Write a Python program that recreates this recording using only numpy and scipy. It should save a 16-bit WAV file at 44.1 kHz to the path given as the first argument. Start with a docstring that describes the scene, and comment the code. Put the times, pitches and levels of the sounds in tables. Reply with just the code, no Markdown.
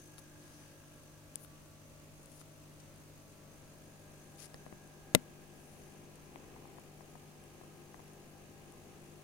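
"""A low pump hum and a soft rush in a quiet room, heard from a hand-held camera at an aquarium's rim.
As the microphones move down to the glass, each multiple of the mains fades or grows with its standing
wave. A thin whine swells and fades three times. The camera's own motors whirr faintly throughout.
Fingers tick, rub and creak on the case; at about 5 s it knocks hard, close to the left microphone."""
import sys
import numpy as np
from scipy import signal
from scipy.fft import rfft, irfft
from scipy.io import wavfile
from scipy.ndimage import uniform_filter1d, map_coordinates

SR = 44100
rng = np.random.default_rng(int(sys.argv[2]) if len(sys.argv) > 2 else 0)


def transcribe(signal):
    """Save signal, clipped to [-1, 1], as a 16-bit WAV file at the path in sys.argv[1]."""
    frames = np.atleast_2d(signal).T
    limited = np.clip(frames, -1, 1)
    pcm = np.round(limited * 32767).astype(np.int16)
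    wavfile.write(sys.argv[1], SR, pcm)


N = 407043
T = np.arange(N) / SR
MAINS_HZ, SOUND_M_S, TOP_HZ = 49.98, 343, 15800

# The microphones' path from rim to glass. Each row: time in seconds, place in metres.
MIC_PATH = [(0, 0), (1.5, 0.03), (3.2, 0.047), (5.6, 0.12), (9.2, 0.12)]
# The pump's standing waves. Each row: multiple of the mains, crest level in dB, place of a node in
# metres, left minus right in dB.
HUM_WAVES = [(2, -65, 0.42, 3.5), (3, -62.5, -0.43, 2.5), (4, -62, -0.0038, 9), (5, -72.5, -0.15, 5),
             (6, -63, 0.12, -1.5), (7, -62, 0.051, 6.5), (8, -68, 0.019, 3.5), (9, -79, 0.15, 3),
             (10, -79.5, -.09, 9), (11, -74, 0.15, 1), (12, -73.5, 0.22, 5), (13, -78.5, 0.14, 16),
             (14, -78, 0.033, 0), (15, -75, 0.038, 5), (16, -74.5, 0.021, 7.5), (17, -80, 0.071, 5),
             (20, -87.5, 0.013, 3), (21, -84, 0.051, 1), (23, -82, 0.1, -1.5), (25, -82.5, 0.042, 5),
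             (26, -88, 0.133, 2), (27, -85.5, 0.091, 3)]
# Tones of the pump housing. Each row: multiple of the mains, left and right level in dB.
WHINE_TONES = [(32, -83.5, -86), (33, -81, -76.5), (35, -91, -87)]
# Resonances. Each row: centre in Hz, width in Hz, left and right level in dB, throb depth from 0 to 1.
PUMP_HOUSING = [(1610, 110, -78, -78, 1)]
MOTOR_BANDS = [(6410, 400, -74.5, -77, 0.27), (9750, 390, -78, -93, 0.6), (8800, 3700, -73, -92, 0.8)]
FOCUS_BANDS = [(354, 130, -73, -70.5, 0.98), (2630, 670, -69, -72, 0.42), (5720, 220, -88, -77, .3),
               (8780, 170, -78.5, -98, .6)]
FOCUS_WHISTLE = [(6200, 130, -84, -77, 0.2)]
# Smooth swells and dips. Each row: centre in seconds, width in seconds, gain in dB.
WHINE_SWELLS = [(.3, 1.1, 3.5), (4.8, 1.35, 3), (8.1, 1.6, -0.5)]
RUSH_SWELLS = [(2.85, 0.27, 0.5), (3.55, 0.12, 0.8), (6.52, 0.2, 3)]
WHIRR_SWELLS = [(1.7, .22, -1.5), (4.35, .45, 2), (5.2, .1, -2), (5.95, .2, 1)]
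# Colours of the noises. Each row: frequency in Hz, relative level in dB.
RIM_COLOUR = [(20, 0.5), (70, 3.5), (140, -1.5), (230, 0.5), (330, 0.5), (410, -8), (620, -7), (760, -12.5),
              (900, -10), (1150, -12.5), (1500, -12), (2600, -19), (5000, -29)]
GLASS_COLOUR = [(20, 2), (70, 2.5), (160, 0), (340, 2), (520, -4), (780, -8.5), (1150, -10.5),
                (1420, -15.5), (1680, -14.5), (2600, -15), (5000, -37)]
HISS_COLOUR = [(100, 13), (2000, 0), (4500, 3), (8000, 1.5), (12000, -1), (16000, -2)]
RUB_LEFT_COLOUR = [(500, -15), (2600, -4), (3600, -5.5), (5000, 0), (6200, 2), (8200, -3), (9200, 4.5),
                   (10100, 5), (11200, -3), (12200, -7), (14000, -7), (15500, -17)]
RUB_RIGHT_COLOUR = [(500, -30), (1500, 9), (2500, 3), (3800, 9), (5200, 16), (6500, 5), (7800, -3),
                    (15500, -6)]
CHATTER_COLOUR = [(500, 0), (2500, 2), (6000, -2), (9000, 2), (12000, -2), (15500, -1)]
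# Balance of the rush at each place. Each row: frequency in Hz, left minus right in dB.
RIM_BALANCE = [(60, 1), (300, -1), (480, 2), (700, -3), (1000, 2), (4000, -3.5)]
GLASS_BALANCE = [(60, -1), (250, 2), (450, 7), (850, 1), (1200, 6), (1700, -3.5), (2500, 3), (4000, -9)]
# How alike the rush is at the two microphones. Each row: frequency in Hz, coherence from 0 to 1.
RUSH_COHERENCE = [(30, 0.34), (130, 0.7), (300, 0.83), (640, 0.67), (1400, 0), (3000, 0.08)]
# The camera motor's speed. Each row: time in seconds, pitch in Hz (used relative to its mean).
WHIRR_PITCH = [(0, 6330), (1.1, 6290), (1.25, 6550), (1.5, 6340), (2.8, 6330), (3.2, 6440), (4.9, 6380),
               (5.4, 6480), (9.2, 6430)]
# Modes of the camera's body. Each row: frequency in Hz, t60 in seconds, left and right gain in dB.
TICK_MODES = [(3400, 0.0045, -13, -32), (5600, 0.0032, -21, -30), (8100, 0.004, -11, -42),
              (9400, 0.004, 3.5, -42), (10500, 0.0036, -4, -42)]
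SEAM_MODES = [(1380, 0.009, -6, -9), (3080, 0.0073, -9, -11), (3660, .01, -8, -8), (4320, 0.0082, -5, -9),
              (6440, 0.0065, -13, -7), (9700, .005, 5, -25)]
CASE_MODES = [(131, 0.1, -34, -30), (193, 0.073, -23, -40), (253, 0.094, -23, -40), (355, 0.019, -12, -38),
              (491, 0.027, -12, -36), (602, 0.025, -10.5, -20), (904, 0.0087, -10.5, -24),
              (1150, 0.0093, -13.5, -28), (1377, 0.021, -23, -20.5), (2070, 0.013, -8.5, -11.5),
              (2580, 0.0058, -6, -24), (3900, 0.005, -3.5, -15), (4600, 0.0055, -10.5, -13),
              (5410, 0.005, -11, -11), (6200, 0.0058, -20, -13.5), (6900, 0.0065, -10, -33.7),
              (7970, 0.0033, -0.7, -35.2), (9050, 0.0054, -2, -32.4), (9800, 0.0036, -3.5, -28.4),
              (11200, 0.0061, -7.5, -29.9), (12050, 0.004, -11, -22.5), (14552, 0.0034, -7, -24)]
GRIP_MODES = [(330, 0.011, -6, -12), (780, 0.013, -3.5, -36), (1030, 0.0093, -2, -23),
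              (2020, 0.0035, -1, -10), (3000, .004, -17, -13)]
# Clear plastic ticks. Each row: start in seconds, gain in dB.
CLEAR_TICKS = [(0.074, -47), (1.035, -47), (1.3570, -21), (1.3578, -38), (2.232, -46), (2.2588, -41),
               (2.318, -44), (2.961, -48), (4.243, -48), (4.3735, -47), (4.458, -40), (4.875, -47),
               (6.1567, -44), (6.797, -46), (7.439, -47), (8.081, -47), (8.134, -47), (8.7229, -45)]
# Finger rubs. Each row: start in seconds, length in seconds, gain in dB, tilt in dB per octave.
FINGER_RUBS = [(0.179, 0.021, -51, 4), (0.371, 0.39, -64, -2.5), (1.383, 0.084, -59.5, 12),
               (1.422, 0.034, -55.5, 13), (2.29, .13, -61.5, 3), (2.391, 0.031, -54.5, 2),
               (2.798, .014, -57.5, -3), (4.38, 0.093, -50.5, -1), (5.505, 0.44, -65, 7)]
# Snaps and creaks. Each row: start in seconds, gain in dB, hardness as a low-pass cutoff in Hz.
SEAM_SNAPS = [(.1822, -41, 14000), (.189, -52, 12000), (1.4474, -39.5, 2800), (2.414, -38.5, 2200)]
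GRIP_CREAKS = [(4.543, -39.5, 1500), (4.664, -39, 2400), (4.7258, -39, 2800), (6.3589, -34.5, 4200),
               (6.5635, -40, 1300), (6.6553, -39.5, 1300), (6.7845, -37, 1700), (7.008, -39.5, 2000),
               (7.1547, -37.5, 1500), (7.613, -39, 1400), (7.6362, -41, 1200), (7.944, -36.5, 2600),
               (7.994, -40, 1700), (8.002, -42, 1900)]
# Blows on the case. Each row: start in seconds, gain in dB, extra on the right in dB, low-pass in Hz.
CASE_BLOWS = [(1.3572, -42, -2, 700), (4.543, -37, 7, 14000), (4.5436, -33, 13, 450),
              (4.6645, -28.5, 3, 650), (4.7258, -29, 3, 750), (5.1489, 1.5, -6, 15500),
              (5.1513, -20.5, 3, 12000), (5.1551, -7.5, -6.5, 320), (5.1551, -25, -9, 3500)]


def undb(db):
    """Decibels to gain."""
    return 10 ** (np.asarray(db) / 20)


def curve(rows):
    """Rows of seconds and value, joined by straight lines."""
    return np.interp(T, *np.transpose(rows))


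def across(rows):
    """Rows of Hz and value, joined on a log-frequency axis for every bin."""
    hz, value = np.transpose(rows)
    return np.interp(np.log(np.arange(N // 2 + 1) * SR / N + 1), np.log(hz), value)


def unit(x):
    """Scale to rms 1."""
    return x / np.sqrt(np.mean(x ** 2))


def noise(gain):
    """Noise of rms 1, shaped by a gain for every bin."""
    return unit(irfft(rfft(rng.standard_normal(N)) * gain, N))


def walk(rate):
    """Random levels held 1 / rate seconds and smoothed twice; spread near 1."""
    hold = int(SR / rate)
    steps = np.repeat(rng.standard_normal(N // hold + 1), hold)
    return 1.3 * uniform_filter1d(uniform_filter1d(steps, hold), hold)[:N]


def bump(s, width_s):
    """A smooth rise and fall, 1 at time s."""
    return np.exp(-((T - s) / width_s) ** 2)


def cut(x, hz, kind):
    """Two-pole low-pass or high-pass."""
    return signal.sosfilt(signal.butter(2, hz, kind, fs=SR, output="sos"), x)


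def add(out, s, sound):
    """Mix a short stereo sound in at time s."""
    start = int(s * SR)
    out[:, start:start + sound.shape[1]] += sound[:, :N - start]


def pump_hum(place_m, node_db=-29, sway_db=0.9, rattle_db=2.0, jitter_s=6e-5, skew_rad=0.31):
    """Mains harmonics stand in the room; each fades as the microphones near one of its nodes."""
    out = np.zeros((2, N))
    for multiple, crest_db, node_m, balance_db in HUM_WAVES:
        hz = multiple * MAINS_HZ
        wave = np.sin(2 * np.pi * hz * (place_m - node_m) / SOUND_M_S)
        level = undb(crest_db) * np.hypot(wave, undb(node_db))
        level *= undb(sway_db * np.sqrt(hz / 400) * walk(2.01))  # the hand sways; short waves vary most
        level *= undb(rattle_db * hz / 800 * walk(18))  # uneven rattle roughens the high harmonics
        phase = 2 * np.pi * (hz * (T + jitter_s * walk(25)) + rng.random())
        out[0] += level * undb(balance_db / 2) * np.cos(phase + skew_rad * rng.standard_normal())
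        out[1] += level * undb(-balance_db / 2) * np.cos(phase)
    return np.sqrt(2) * out


def whirr(resonances, speed=1, drift=0.007, drift_rate=3.0, throb_hz=50, flutter_db=1.3):
    """A small motor's noise in the resonances of its housing, throbbing and wavering in pitch."""
    out, bin_hz = 0, np.arange(N // 2 + 1) * SR / N
    beat = np.cos(2 * np.pi * throb_hz * T)
    position = np.cumsum(speed + drift * walk(drift_rate))  # noise read faster sounds higher
    for hz, width, left, right, throb in resonances:
        shape = 1 / (1 + ((bin_hz - hz) / (width / np.sqrt(2))) ** 2)
        band = np.array([map_coordinates(noise(shape), [position], mode="mirror") for _ in range(2)])
        flutter = undb(flutter_db * walk(25))
        out += undb([[left], [right]]) * unit(band * (1 + throb * beat)) * flutter
    return out


def pump_whine():
    """Mains harmonics sing in the pump housing; the thin whine swells and fades three times."""
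    tones = 0
    for multiple, left, right in WHINE_TONES:
        phase = 2 * np.pi * (multiple * MAINS_HZ * T + rng.random((2, 1)))
        tones += undb([[left], [right]]) * np.cos(phase)
    swell = sum(undb(db) * bump(s, width_s) for s, width_s, db in WHINE_SWELLS)
    return swell * (np.sqrt(2) * tones + whirr(PUMP_HOUSING, drift=0.00417))


def rush(colour, balance, flutter_db=0.5):
    """Broad noise of running equipment at one spot; its long waves reach both microphones much alike."""
    coherence = across(RUSH_COHERENCE)
    common, left, right = rfft(rng.standard_normal((3, N)))
    pair = np.sqrt(coherence) * common + np.sqrt(1 - coherence) * np.array([left, right])
    gain = undb(across(colour) + np.array([[1], [-1]]) * across(balance) / 2)
    return unit(irfft(pair * gain, N)) * undb(flutter_db * walk(5.4))


def room_rush(place_m, rim_m=0.023, glass_m=0.118, rim_db=-61, glass_db=-58.5):
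    """The rush changes colour on the way from the rim to the glass, with a few brief swells."""
    near_glass = np.clip((place_m - rim_m) / (glass_m - rim_m), 0, 1)
    at_rim = np.sqrt(1 - near_glass) * undb(rim_db) * rush(RIM_COLOUR, RIM_BALANCE)
    at_glass = np.sqrt(near_glass) * undb(glass_db) * rush(GLASS_COLOUR, GLASS_BALANCE)
    swell_db = sum(db * bump(s, width_s) for s, width_s, db in RUSH_SWELLS)
    return undb(swell_db) * (at_rim + at_glass)


def microphone_hiss(level_db=-64):
    """Each microphone adds its own steady noise."""
    return undb(level_db) * np.array([noise(undb(across(HISS_COLOUR))) for _ in range(2)])


def camera_motor(base_db=1.5, start_db=9.5, settle_s=0.13, fade_db_per_s=0.1, wander_db=0.5):
    """The camera's motor starts loud and settles; its pitch follows its speed."""
    gain_db = base_db + start_db * np.exp(-T / settle_s) - fade_db_per_s * T + wander_db * walk(7)
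    gain_db += sum(db * bump(s, width_s) for s, width_s, db in WHIRR_SWELLS)
    pitch = curve(WHIRR_PITCH)
    return undb(gain_db) * whirr(MOTOR_BANDS, speed=pitch / pitch.mean(), drift=0.014, drift_rate=9)


def focus_motor(runs_s=((0, 0.99), (5.3, 11)), idle_db=-6, rise_db=3, ramp_s=0.15):
    """The focus motor rises from idle for each run and whistles faintly on the first."""
    runs = [np.clip(np.minimum(T - start, end - T) / ramp_s + 1, 0, 1) for start, end in runs_s]
    gain = undb(idle_db + rise_db * sum(runs))
    return gain * whirr(FOCUS_BANDS) + runs[0] * whirr(FOCUS_WHISTLE, drift=0.005)


def ring(modes, scatter, lag_s=0.000697):
    """Damped modes of the camera's body after one push, detuned by where the push lands."""
    detunes = 1 + scatter * rng.standard_normal(len(modes))
    out = 0
    for (hz, t60, left, right), detune in zip(modes, detunes):
        # the bending wave reaches the right microphone late, its low notes last
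        late_s = lag_s * np.sqrt(2000 / hz)
        t = np.maximum(T[:SR // 5] - np.array([[0], [late_s]]), 0)
        decay = np.exp(-np.log(1000) * t / t60)
        out += undb([[left], [right]]) * np.sin(2 * np.pi * hz * detune * t) * decay
    return out


def plastic_ticks(faint_count=30, faint_db=-54, spread_db=1.5):
    """The plastic ticks sharply by the left microphone; faint ticks fall at random among clear ones."""
    out = np.zeros((2, N))
    faint = [(rng.uniform(0, T[-1]), rng.normal(faint_db, spread_db)) for _ in range(faint_count)]
    for s, db in list(CLEAR_TICKS) + faint:
        tick = cut(ring(TICK_MODES, scatter=0.015), 4000, "high")
        add(out, s, undb(db) * cut(tick, 11800, "low"))
    return out


def finger_rubs(right_db=-13, pivot_hz=9000, grain_db=1.6):
    """Skin slides over the case by the left microphone, with a fine grain."""
    out = np.zeros((2, N))
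    left = noise(undb(across(RUB_LEFT_COLOUR)))
    right = undb(right_db) * noise(undb(across(RUB_RIGHT_COLOUR)))
    friction = rfft([left[:SR], right[:SR]])
    octaves = np.log2(np.arange(1, SR // 2 + 2) / pivot_hz)
    for s, length_s, db, tilt_db in FINGER_RUBS:
        pressure = np.sqrt(np.abs(np.sin(np.pi * np.clip(T[:SR] / length_s, 0, 1))))
        slide = irfft(friction * undb(tilt_db * octaves), SR)
        add(out, s, undb(db) * pressure * np.roll(slide, rng.integers(SR), axis=1))
    return out * undb(grain_db * walk(900))


def seam_snaps():
    """A seam of the case snaps and rings briefly."""
    out = np.zeros((2, N))
    for s, db, hard_hz in SEAM_SNAPS:
        add(out, s, undb(db) * cut(ring(SEAM_MODES, scatter=0.031), hard_hz, "low"))
    return out


def case_knocks(chatter_db=(-15.5, -28), chatter_s=0.0026, push_s=0.00032, light_below_db=-30):
    """A blow rings the case while the contact chatters; a soft contact leaves only the thud."""
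    out, t = np.zeros((2, N)), T[:SR // 5]
    chatter = np.array([undb(db) * noise(undb(across(CHATTER_COLOUR)))[:len(t)] for db in chatter_db])
    chatter *= np.exp(-t / chatter_s)
    attack = 1 - np.exp(-t / push_s)
    for s, db, right_db, hard_hz in CASE_BLOWS:
        scatter = 0.066 if db < light_below_db else 0  # light taps land on different spots
        blow = (ring(CASE_MODES, scatter) + chatter) * attack
        blow = cut(blow, 72, "high") + room_tail()  # the knock carries little deep bass
        add(out, s, undb([[db], [db + right_db]]) * cut(blow, hard_hz, "low"))
    return out


def room_tail(tail_db=-51, t60_s=0.16, low_hz=450, high_hz=2600):
    """The room's short, dull answer to a knock."""
    t = T[:SR // 5]
    wash = cut(cut(rng.standard_normal((2, len(t))), low_hz, "high"), high_hz, "low")
    return undb(tail_db) * unit(wash) * np.exp(-np.log(1000) * t / t60_s)


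def grip_creaks():
    """The grip gives under the fingers in short, dull creaks."""
    out = np.zeros((2, N))
    for s, db, hard_hz in GRIP_CREAKS:
        creak = cut(ring(GRIP_MODES, scatter=0.038), 250, "high")
        add(out, s, undb(db) * cut(creak, hard_hz, "low"))
    return out


def scene():
    """Hum and rush follow the microphones' place; the camera's own sounds stay close."""
    place_m = curve(MIC_PATH)
    room = pump_hum(place_m) + pump_whine() + room_rush(place_m)
    camera = microphone_hiss() + camera_motor() + focus_motor()
    handling = plastic_ticks() + finger_rubs() + seam_snaps() + case_knocks() + grip_creaks()
    return room + camera + handling


def record(dry):
    """The camera rounds the loudest peak and cuts the top."""
    return signal.sosfilt(signal.ellip(10, 0.1, 70, TOP_HZ, fs=SR, output="sos"), np.tanh(dry))


dry = scene()
out = record(dry)
transcribe(out)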